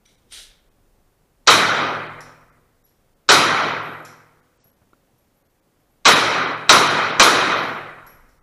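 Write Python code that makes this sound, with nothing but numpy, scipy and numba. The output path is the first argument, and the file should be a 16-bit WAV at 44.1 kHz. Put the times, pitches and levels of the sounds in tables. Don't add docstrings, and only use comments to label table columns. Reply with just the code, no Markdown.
import sys
import numpy as np
from scipy import signal
from scipy.io import wavfile
from scipy.ndimage import uniform_filter1d
from numba import njit

SR = 44100
rng = np.random.default_rng(int(sys.argv[2]) if len(sys.argv) > 2 else 0)


def linear_from_db(decibels):
    return 10 ** (np.asarray(decibels, float) / 20)


def unload_audio(sound):
    columns = np.transpose(np.atleast_2d(sound))
    steps = np.round(np.clip(columns, -1, 1) * 32767)
    wavfile.write(sys.argv[1], SR, steps.astype(np.int16))


N = 371322

# t/s, blast level/dB, brightness above 2 kHz/(dB per octave), membrane thump level/dB, hall modes level/dB
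SHOTS = [
    (1.473, 5, 1, -67, -2),
    (3.2895, 4.5, 0.94, -66, -2),
    (6.0535, 5, 0.96, -56.5, -4.5),
    (6.6933, 6, 1.1, -36, -3),
    (7.1968, 6.5, 1.05, -32.5, -6.5),
]
# f/Hz, width/Hz, level/dB
PORT_NOTCHES = [(12600, 500, -12), (13500, 1500, -4)]


def evened(x):
    return x / np.sqrt(np.mean(x ** 2) + 1e-20)


def read(points, hz):
    f, value = np.transpose(points)
    return np.interp(np.log(hz + 1), np.log(f + 1), value)


def peaks_db(table, hz):
    return sum(db / (1 + (2 * (hz - f) / width) ** 2) for f, width, db in table)


def swell(t, s, db, rise_db, fall_db, hold=0):
    climb_db = rise_db * np.maximum(s - t, 0)
    drop_db = fall_db * np.maximum(t - s - hold, 0)
    return linear_from_db(db - climb_db - drop_db)


def add(mix, s, sound):
    part = mix[round(s * SR):][:len(sound)]
    part += sound[:len(part)]


def shaped(count, gain, size=512):
    overlap = size * 3 // 4
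    hz, t, z = signal.stft(rng.standard_normal(count), SR, nperseg=size, noverlap=overlap)
    z = z * gain(hz[:, None], t[None])
    return signal.istft(z, SR, nperseg=size, noverlap=overlap)[1][:count]


def hall_decay(hz, t, early_db, early_t60):
    # f/Hz, t60/s
    late_t60 = [(100, 1.2), (250, 0.98), (500, 1.003), (1000, 0.98), (2000, 0.99), (4000, 0.69),
                (6000, 0.56), (8000, 0.48), (11000, 0.36), (14000, 0.36)]
    late = linear_from_db(-60 * t / read(late_t60, hz))
    early = linear_from_db(early_db - 60 * t / early_t60)
    return np.sqrt(late ** 2 + early ** 2)


def floor():
    # f/Hz, level/dB
    background = [(29, -31.5), (50, -2), (539, -11), (579, -6.5), (623, -19), (702, -11.5), (755, -14.5),
                  (5410, -32), (11700, -34), (15600, -31)]
    lumps = evened(uniform_filter1d(rng.standard_normal(N // 256 + 9), size=6))

    def gain(hz, s):
        lump_db = 2.5 * lumps[:s.size] / (1 + hz / 300)
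        return linear_from_db(read(background, hz) + lump_db)

    return linear_from_db(-64) * evened(shaped(N, gain, size=1024))


def movement():
    # t/s, level/dB
    hand_shifts = [
        (.37, -56.5),
        (1.621, -55),
        (2.58, -69.5),
        (3.33, -65.5),
        (6.05, -64.5),
        (7.5, -59),
        (8.15, -55),
    ]
    # loudest t/s, level/dB, rise/(dB per s), fall/(dB per s)
    walker = (3.5, -69.5, 55, 8)
    grip_db, shake_db = -73.5, -6.5
    t = np.arange(N) / SR
    rumble = evened(shaped(N, lambda hz, s: 1 / (1 + (hz / 42) ** 4) * (hz > 15), size=4096))
    rustle = shaped(N, lambda hz, s: hz / (hz + 600) / (1 + hz / 3000) / (1 + (hz / 8000) ** 2))
    clumps = evened(uniform_filter1d(rng.standard_normal(N), size=900))
    rustle = evened(rustle * linear_from_db(1.8 * clumps))
    shifts = sum(swell(t, s, db, rise_db=45.5, fall_db=14) ** 2 for s, db in hand_shifts)
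    shakes = sum(swell(t, s, thump_db + shake_db, rise_db=2000, fall_db=49) ** 2
                 for s, _, _, thump_db, _ in SHOTS)
    handling = rumble * np.sqrt(linear_from_db(grip_db) ** 2 + shifts + shakes)
    return handling + rustle * swell(t, *walker)


def scrape():
    # peak t/s, level/dB, attack/s, hold/s, release/(dB per s)
    stroke_table = [
        (0.059, -44, 0.013, .005, 95),
        (0.324, -25.5, .022, 0.076, 142),
        (0.445, -50.5, .05, 0.043, 62),
    ]
    # f/Hz, level/dB
    friction = [(150, -27.5), (400, -12.5), (1200, -18.5), (1350, -7), (2600, -6.5), (3300, 2), (4200, -3),
                (5000, -4), (8000, -10), (11700, -9.5), (12300, -24), (13500, -28), (15500, -17)]
    # f/Hz, width/Hz, level/dB
    shell = [(2130, 150, 3), (3850, 300, 5), (5920, 250, 5), (8760, 260, 8)]
    climb_db = 25
    t = np.arange(SR) / SR

    def gain(hz, s):
        dulling_db = -40 * np.maximum(s - .44, 0) * np.log2((hz + 300) / 3000)
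        return linear_from_db(read(friction, hz) + peaks_db(shell + PORT_NOTCHES, hz) + dulling_db)

    grit = shaped(SR, gain)
    grit *= linear_from_db(1.5 * evened(uniform_filter1d(rng.standard_normal(SR), size=60)))
    strokes = sum(swell(t, s, db, climb_db / attack, release_db, hold)
                  for s, db, attack, hold, release_db in stroke_table)
    return evened(grit) * strokes


def snap(db, hz, t60):
    t = np.arange(SR // 4) / SR
    wobble = uniform_filter1d(rng.standard_normal((2, len(t))), size=130, axis=1)
    ring = wobble[0] * np.sin(2 * np.pi * hz * t) + wobble[1] * np.cos(2 * np.pi * hz * t)
    return linear_from_db(db - 60 * t / t60) * evened(ring)


def step(db, hz, t60):
    t = np.arange(4000) / SR
    puff = signal.lfilter(*signal.butter(2, 900, fs=SR), rng.standard_normal(len(t)))
    tap = np.sin(2 * np.pi * hz * t) + 0.79 * evened(puff)
    onset = 1 - np.exp(-t / 0.0028)
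    return linear_from_db(db - 60 * t / t60) * tap * onset


def casing(clack_db, ring_db, t60):
    # f/Hz, level/dB
    clack_tone = [(2470, -26), (4200, -8), (4580, -14.5), (5770, 1.5), (6400, -16.5), (7210, -6.5),
                  (7960, -18.5), (11500, -10.5), (12300, -38), (15500, -20)]
    brass_hz, brass_width_hz = 11430, 180
    t = np.arange(SR // 2) / SR
    clack = shaped(len(t), lambda hz, s: linear_from_db(read(clack_tone, hz)) * hall_decay(hz, s * 1.1, 4.9, 0.034), size=256)
    ring = shaped(len(t), lambda hz, s: 1 / (1 + (2 * (hz - brass_hz) / brass_width_hz) ** 4))
    onset = 1 - np.exp(-t / 0.0019)
    ring = evened(ring) * linear_from_db(-60 * t / t60) * onset * np.cos(np.pi * t)
    return linear_from_db(clack_db) * clack / np.std(clack[:1300]) + linear_from_db(ring_db) * ring


def shot(db, bright_db, thump_db, rise, modes_db):
    # f/Hz, level/dB
    blast = [(24, -59), (40, -29), (91, -13), (387, -8), (741, -8), (1220, -5), (1780, -10), (2460, -8),
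             (2710, -10.5), (3850, -16), (4580, -17.5), (5740, -15), (8550, -26.5), (10400, -21),
             (15600, -37)]
    # f/Hz, width/Hz, level/dB
    shot_peaks = [(1366, 450, 5), (3850, 330, 9.5), (5780, 100, 5.5), (2664, 430, -6.5), (1940, 99, 2.5),
                  (2530, 160, 5), (3120, 190, 5), (4240, 270, 6), (4835, 150, 4), (5237, 81, 2)]
    # f/Hz, level/dB, t60/s
    hall_modes = [(104.5, -25.5, 1.2), (111.3, -22.5, 1.3), (152.8, -19, 1.3), (189.6, -35, 1.3),
                  (214, -35, 0.74), (251, -28, 1.4), (310, -29, 1.2), (371, -26.5, 1.2), (387, -27.5, 0.62),
                  (475.4, -31.5, 1.3), (494, -30, 1.5), (564, -29.5, 1.1)]
    t = np.arange(2 * SR) / SR
    lumps = rng.standard_normal((513, 360))
    lumps = uniform_filter1d(lumps, size=14, axis=0)
    lumps = evened(uniform_filter1d(lumps, size=4, axis=1))

    def gain(hz, s):
        tilt_db = bright_db * np.log2(np.maximum(hz, 2000) / 2000)
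        build = 1 - np.exp(-(s + 0.0017) * (hz + 30) / 5.0)
        colour = linear_from_db(read(blast, hz) + peaks_db(shot_peaks + PORT_NOTCHES, hz) + tilt_db)
        colour = colour / (1 + (170 / (hz + 1)) ** 3)
        decay = hall_decay(hz, s, early_db=-1.5, early_t60=0.44)
        return colour * build * decay * linear_from_db(1.6 * lumps[:, :s.size])

    echoes = shaped(len(t), gain, size=1024)
    echoes /= np.std(echoes[:4000])
    echoes *= linear_from_db(5.4 * np.exp(-((t - .37) / 0.12) ** 2))
    echoes *= 1 - .8 * np.exp(-t / rise)
    modes = sum((-1) ** k * linear_from_db(level_db - 60 * t / t60) * np.sin(2 * np.pi * f * t)
                for k, (f, level_db, t60) in enumerate(hall_modes))
    modes *= 1 - np.exp(-t / 0.048)
    thump = linear_from_db(thump_db) * linear_from_db(21.5) * t / .0032 * np.exp(-t / 0.0036) * (1 - t / .0128)
    return linear_from_db(db) * (echoes + linear_from_db(modes_db) * modes + thump)


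def scene():
    # t/s, clack level/dB, brass ring level/dB, ring t60/s
    casing_hits = [(2.206, -48.5, -70, 0.2), (2.841, -68, -60.5, 0.39), (3.62, -80, -58.5, 0.96),
                   (3.83, -75, -61, 2), (4.050, -48.5, -58, 0.42), (4.602, -69.5, -90, 0.38),
                   (4.640, -85.5, -53.5, 0.27), (5.04, -85, -80, 0.45), (5.18, -79.5, -70.5, 0.36),
                   (5.34, -85.5, -71, .5), (5.46, -90, -75, 0.38), (5.80, -85, -75, 0.25),
                   (5.89, -93.5, -74.5, .4), (7.57, -80, -51, 0.82), (7.63, -46.5, -65, 0.5),
                   (8.065, -59.5, -48, 0.37), (8.145, -79.5, -66, 0.27), (8.29, -69, -72.5, .3)]
    # t/s, level/dB, f/Hz, t60/s
    taps = [
        (4.65, -57, 120, 0.17),
        (4.816, -52, 109, .08),
        (4.87, -53, 300, 0.036),
        (4.931, -39.5, 1373, 0.025),
        (4.932, -52, 500, 0.033),
        (5.07, -57, 201.3, 0.031),
        (5.305, -63, 250, .06),
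        (5.39, -71, 200, .05),
    ]
    # t/s, level/dB, f/Hz, t60/s
    snaps = [
        (.055, -61, 5800, .4),
        (.055, -66, 3820, .4),
        (.055, -66, 2240, 0.59),
        (.3235, -40, 3550, 0.0082),
        (.325, -45, 8780, 0.27),
        (4.932, -66, 3800, .02),
    ]
    ringing_s = 1
    quiet_rise_s, ringing_rise_s = 0.015, .0009
    mix = floor() + movement()
    add(mix, 0, scrape())
    last = -ringing_s
    for s, db, bright_db, thump_db, modes_db in SHOTS:
        rise = ringing_rise_s if s - last < ringing_s else quiet_rise_s
        add(mix, s, shot(db, bright_db, thump_db, rise, modes_db))
        last = s
    for table, source in ((casing_hits, casing), (taps, step), (snaps, snap)):
        for s, *row in table:
            add(mix, s, source(*row))
    return mix[None]


@njit
def follow(over_db, attack, release):
    out, state = np.zeros(len(over_db)), 0.
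    for i in range(len(over_db)):
        state += (over_db[i] - state) * (attack if over_db[i] > state else release)
        out[i] = state
    return out


def holed(x):
    thinned = [.075, .163, .695, 2.08, 2.51, 2.835, 2.847, 3.15, 4.41, 4.71, 4.75, 5.435, 5.475, 5.605,
               6.14, 6.46, 6.55, 6.562, 6.89, 7.12, 8.39, 8.402]
    # level/dB, f/Hz
    quiet_limit = (-60, 2200)
    loud_limit = (-25, 5300)
    empty_top_db, empty_depth_db = -37, 14
    survive = 1.7
    hz, t, z = signal.stft(x, SR, nperseg=1024, noverlap=512)
    power = (abs(z[:512]) ** 2).reshape(64, 8, -1).mean(1)
    bands_db = 10 * np.log10(power + 1e-14)
    top_db = bands_db[2:].max(0)
    under_db = uniform_filter1d(bands_db - top_db, size=3, axis=1)
    chance = evened(uniform_filter1d(rng.standard_normal(bands_db.shape), size=7, axis=1))
    chance[35:40] -= 1.5
    empty = (under_db < empty_top_db) & (under_db > empty_top_db - empty_depth_db) & (chance < -.5)
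    empty[:13] = False
    empty[:, np.gradient(top_db) > 5] = False
    empty[:33, top_db < bands_db.max() - 24] = False
    for s in thinned:
        pair = round(s * SR / 512) + np.arange(2)
        level_db = 20 * np.log10(np.std(x[round(s * SR):][:800]))
        limit_hz = np.interp(level_db, *np.transpose([quiet_limit, loud_limit]))
        size = abs(z[:, pair])
        weak = size < survive * uniform_filter1d(size, size=25, axis=0)
        lost = weak & (hz > limit_hz)[:, None]
        z[:, pair] *= 1 - np.array([.95, .65]) * lost
    z[:512] *= 1 - .97 * empty.repeat(8, axis=0)
    return signal.istft(z, SR, nperseg=1024, noverlap=512)[1][:N]


def attack_shaped(x):
    hard_clacks = [4.584, 4.608]
    lead_s, dull_s, attack_edge_hz = .006, .035, 8800
    lead_noise_db = -24
    hz, t, z = signal.stft(x, SR, nperseg=256, noverlap=192)
    for s in [row[0] for row in SHOTS] + hard_clacks:
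        block = (t > s - lead_s) & (t < s + dull_s - lead_s)
        lead_noise = rng.standard_normal((2, *z[:, block].shape))
        mean = abs(z[:, block]).mean(1, keepdims=True)
        z[:, block] += linear_from_db(lead_noise_db) * mean * (lead_noise[0] + 1j * lead_noise[1])
        z[np.ix_(hz > attack_edge_hz, block)] *= .015
    z *= (hz < 15350)[:, None]
    z *= 1 + 0.15 * rng.standard_normal(z.shape)
    return signal.istft(z, SR, nperseg=256, noverlap=192)[1][:N]


def low_pass(x):
    return signal.sosfilt(signal.butter(12, 15710, fs=SR, output="sos"), x)


def record(dry):
    hiss_db, haze_db = -88, -51.5
    power_db = 10 * np.log10(signal.lfilter([.004], [1, -.996], dry[0] ** 2) + 1e-12)
    limit_db = follow(0.34 * np.maximum(power_db + 21.5, 0), 1 / (0.00049 * SR), 1 / (0.0093 * SR))
    slow_db = follow(0.32 * np.maximum(power_db - limit_db + 27, 0), 1 / (.07 * SR), 1 / (.06 * SR))
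    loud = 1.3 * np.tanh(dry[0] / linear_from_db(limit_db + slow_db) / 1.3)
    level = signal.lfilter([1 / 900], [1, 1 / 900 - 1], loud ** 2) ** .19
    hiss = signal.lfilter(*signal.butter(2, [4000, 15500], "band", fs=SR), rng.standard_normal(N))
    loud = loud + hiss * (linear_from_db(hiss_db) + linear_from_db(haze_db) * level)
    out = np.clip(attack_shaped(holed(loud)), -1, 1)
    return low_pass(out[None])


dry = scene()
out = record(dry)
unload_audio(out)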